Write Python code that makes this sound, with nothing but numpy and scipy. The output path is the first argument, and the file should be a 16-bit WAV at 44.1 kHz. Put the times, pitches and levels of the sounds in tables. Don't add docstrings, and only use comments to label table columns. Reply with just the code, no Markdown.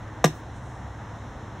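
import sys
import numpy as np
from scipy import signal
from scipy.fft import rfft, irfft
from scipy.io import wavfile
from scipy.ndimage import uniform_filter1d, map_coordinates

SR = 44100
rng = np.random.default_rng(int(sys.argv[2]) if len(sys.argv) > 2 else 0)


def master_out(mix):
    frames = np.transpose(np.atleast_2d(mix))
    ceiling = np.clip(frames, -1, 1)
    pcm = np.round(ceiling * 32767).astype(np.int16)
    wavfile.write(sys.argv[1], SR, pcm)


def invert_db(level):
    return 10 ** (np.asarray(level, dtype=float) / 20)


N = 70560

# (f/Hz, level/dB)
FIELD_SPECTRUM = [(20, -34), (45, -5.5), (75, -5.5), (120, -7.5), (150, -10.5), (240, -12), (380, -18.5),
                  (600, -17.5), (900, -15), (1300, -21.5), (1900, -23.5), (2400, -36), (4000, -35.5),
                  (7000, -42.5), (10000, -52.5), (16000, -68)]
# (f/Hz, side minus mid level/dB)
FIELD_WIDTH = [(60, -66), (110, -69), (200, -32.5), (380, -10.5), (700, -26.5), (1290, -31), (2380, -5.5),
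               (4400, -15), (8120, -7.5), (15000, -3.5)]
# (f/Hz, rms level/dB)
ENGINE_LINES = [(51, -67.5), (68, -48), (85, -59.5), (103, -44.5), (122, -49), (196, -65.5), (305, -57),
                (320, -60)]
# (delay t/s, level/dB, half the left-right lag t/s, positive leads on the left)
SIDE_ECHOES = [(.0203, -19.5, .00012), (0.0351, -26, -.00005)]
# (f/Hz, level/dB)
SCATTER_COLOUR = [(100, -53), (250, -11), (500, -14), (1500, -1), (4000, 2), (9000, 0.5), (16000, -1)]
# (middle t/s, half length t/s, level/dB, loss at 16 kHz/dB)
RIM_SLIDES = [(0.376, 0.039, -60, -11), (.64, 0.16, -63.5, 9.0)]
# (f/Hz, level/dB)
CLOTH_COLOUR = [(2500, -5), (5000, 1), (9000, 11.5), (13000, -14), (16000, -0.5)]
# (start t/s, level/dB re CLUMP_DB)
FILLING_CLUMPS = [(.2414, -5), (.2424, 0), (.2440, -3), (.2457, 1), (.2481, -4), (.2505, -7), (.2545, -6),
                  (.2571, -5), (.2594, -9), (.2655, -14)]
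# (f/Hz, level/dB)
PELLET_COLOUR = [(1000, -30), (2000, 6.5), (3000, 1.5), (4700, 4.5), (5900, 3.5), (6900, -4.5), (8000, 2),
                 (10000, -10), (11500, -6.5), (13000, -11.5), (16000, -14)]
# (t/s, level/dB, contact spread t/s)
CONTACTS = [(.24156, -11.7, .00016), (.24252, 0, .00018), (.24474, -16, .00012)]
# (f/Hz, level/dB, t60/s, +1 or -1 as it first moves toward or away from the phone)
BOX_MODES = [(152.5, -9, .152, -1), (180, -1.2, .026, 1), (247, -9.9, .032, -1), (296, -23, .171, -1),
             (366, -21.4, .169, 1), (435, -7.5, .027, 1), (490, .2, .023, -1), (634, -10, .05, -1),
             (677, -19.1, .089, -1), (746, -9.3, .045, 1), (858, -13, .026, 1), (993, -21.9, .077, -1),
             (1196, -6.1, .037, 1), (1412, -15.7, .05, -1), (1642, 3.7, .053, 1), (1870, -15.8, .101, 1)]
# (f/Hz, side minus mid level/dB)
FRONT_WIDTH = [(5000, -40), (10000, -22), (12500, -7), (16000, -7)]
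# (f/Hz, level/dB)
MIC_RESPONSE = [(3000, 0), (3800, 0), (4350, -6), (4680, -22), (5000, -5), (5400, 0), (6300, 2), (7100, 0),
                (7900, -4), (8450, -1), (8700, -15), (9150, -15), (9450, -1), (10300, -6), (11000, 0),
                (11950, 0), (12250, -18), (12650, -4), (13000, -20), (13450, -3), (15650, 0), (15850, -45)]

FIELD_DB, SWELL_DB, FLICKER_DB = -40.5, .4, .7
WAVER_HZ, WAVER_DB = 1.31, 2.5
ECHO_LOW_HZ = 330
SCATTER_DB, SCATTER_RISE_S, SCATTER_T60_S = -13.5, .007, .22
PELLETS_PER_S, PELLET_SPREAD_DB = 22000, 1.0
CLUMP_DB, CLUMP_DECAY_S, CRUNCH_RISE_S = -15.5, .001, .0003
SETTLE_DB, SETTLE_T60_S = -25.5, .1
BOX_LOW_HZ = 110


def read(table, hz):
    a = np.array(table, float)
    return np.interp(np.log(hz + 1), np.log(a[:, 0]), a[:, 1])


def colour(x, table):
    size = 4096
    hz = np.arange(size // 2 + 1) * SR / size
    cepstrum = irfft(read(table, hz) * np.log(10) / 20)
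    cepstrum[1:size // 2] *= 2
    cepstrum[size // 2 + 1:] = 0
    response = irfft(np.exp(rfft(cepstrum)))[:size // 2]
    return signal.fftconvolve(x, response)[:N]


def unit(x):
    return x / np.sqrt(np.mean(x ** 2))


def walk(rate):
    k = int(SR / rate)
    steps = np.repeat(rng.standard_normal(N // k + 1), k)
    return unit(uniform_filter1d(uniform_filter1d(steps, k), k)[:N])


def late(x, delay_s):
    return map_coordinates(x, [np.arange(N) - delay_s * SR], mode="nearest")


def field():
    hz = np.arange(N // 2 + 1) * SR / N
    density = read(FIELD_SPECTRUM, hz)
    mid = rfft(rng.standard_normal(N)) * invert_db(density)
    side = rfft(rng.standard_normal(N)) * invert_db(density + read(FIELD_WIDTH, hz))
    octave = np.log2(hz / 30 + 1e-9)
    swell = walk(1.5)
    out = 0
    for k in range(11):
        band = np.clip(1 - np.abs(octave - k + 1), 0, 1)
        m, s = irfft(mid * band, N), irfft(side * band, N)
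        gain = invert_db(SWELL_DB * swell + FLICKER_DB * walk(9.04))
        out = out + gain * np.array([m + s, m - s])
    return invert_db(FIELD_DB) * unit(out)


def engine():
    out = 0
    for hz, db in ENGINE_LINES:
        level = np.sqrt(2) * invert_db(db + WAVER_DB * walk(5.7))
        cycles = rng.random() + np.cumsum(hz + WAVER_HZ * walk(5.935)) / SR
        out = out + level * np.sin(2 * np.pi * cycles)
    return out


def surroundings(bag, t):
    highpass = signal.butter(2, ECHO_LOW_HZ, "high", fs=SR, output="sos")
    thin = signal.sosfilt(highpass, bag)
    echoes = sum(invert_db(db) * np.array([late(thin, delay - lag), late(thin, delay + lag)])
                 for delay, db, lag in SIDE_ECHOES)
    shape = (1 - np.exp(-t / SCATTER_RISE_S)) * invert_db(-60 * t / SCATTER_T60_S)
    tail = rng.standard_normal((2, N)) * shape / np.sqrt(np.sum(shape ** 2))
    scatter = signal.fftconvolve(tail, colour(bag, SCATTER_COLOUR)[None])[:, :N]
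    return echoes + invert_db(SCATTER_DB) * scatter


def cloth(t):
    noise = unit(colour(rng.standard_normal(N), CLOTH_COLOUR))
    rustle = invert_db(2.0 * walk(61.5)) * noise
    out = 0
    for middle, half, db, lost_db in RIM_SLIDES:
        swell = np.exp(-((t - middle) / half) ** 2)
        out = out + invert_db(db) * swell * colour(rustle, [(9000, 0), (16000, -lost_db)])
    return out


def filling(t):
    hit = rng.random(N) < PELLETS_PER_S / SR
    size = invert_db(PELLET_SPREAD_DB * rng.exponential(size=N))
    ticks = unit(colour(hit * rng.standard_normal(N) * size, PELLET_COLOUR))

    def burst(start, decay_s):
        age = np.abs(t - start)
        return (t > start) * np.exp(-age / decay_s) * (1 - np.exp(-age / CRUNCH_RISE_S))

    settling = invert_db(SETTLE_DB) * burst(CONTACTS[0][0], SETTLE_T60_S / np.log(1000))
    clumps = sum(invert_db(CLUMP_DB + db) * burst(start, CLUMP_DECAY_S) for start, db in FILLING_CLUMPS)
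    return ticks * (settling + clumps)


def box(t):
    force = 0
    for start, db, spread in CONTACTS:
        push = np.exp(-.5 * ((t - start) / spread) ** 2)
        force = force + invert_db(db) * push / (spread * SR * np.sqrt(2 * np.pi))
    ring = sum(sign * invert_db(db) * np.sin(2 * np.pi * hz * t) * invert_db(-60 * t / t60)
               for hz, db, t60, sign in BOX_MODES)
    radiate = signal.butter(3, BOX_LOW_HZ, "high", fs=SR, output="sos")
    return signal.sosfilt(radiate, signal.fftconvolve(force, ring)[:N])


def scene():
    t = np.arange(N) / SR
    bag = box(t) + filling(t) + cloth(t)
    side = late(colour(bag, FRONT_WIDTH), .0003)
    front = np.array([bag + side, bag - side])
    return front + surroundings(bag, t) + engine() + field()


def band_limit(x):
    return signal.sosfilt(signal.butter(12, 16420, fs=SR, output="sos"), x)


def record(dry):
    mix = np.array([colour(channel, MIC_RESPONSE) for channel in dry])
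    return band_limit(mix)


dry = scene()
out = record(dry)
master_out(out)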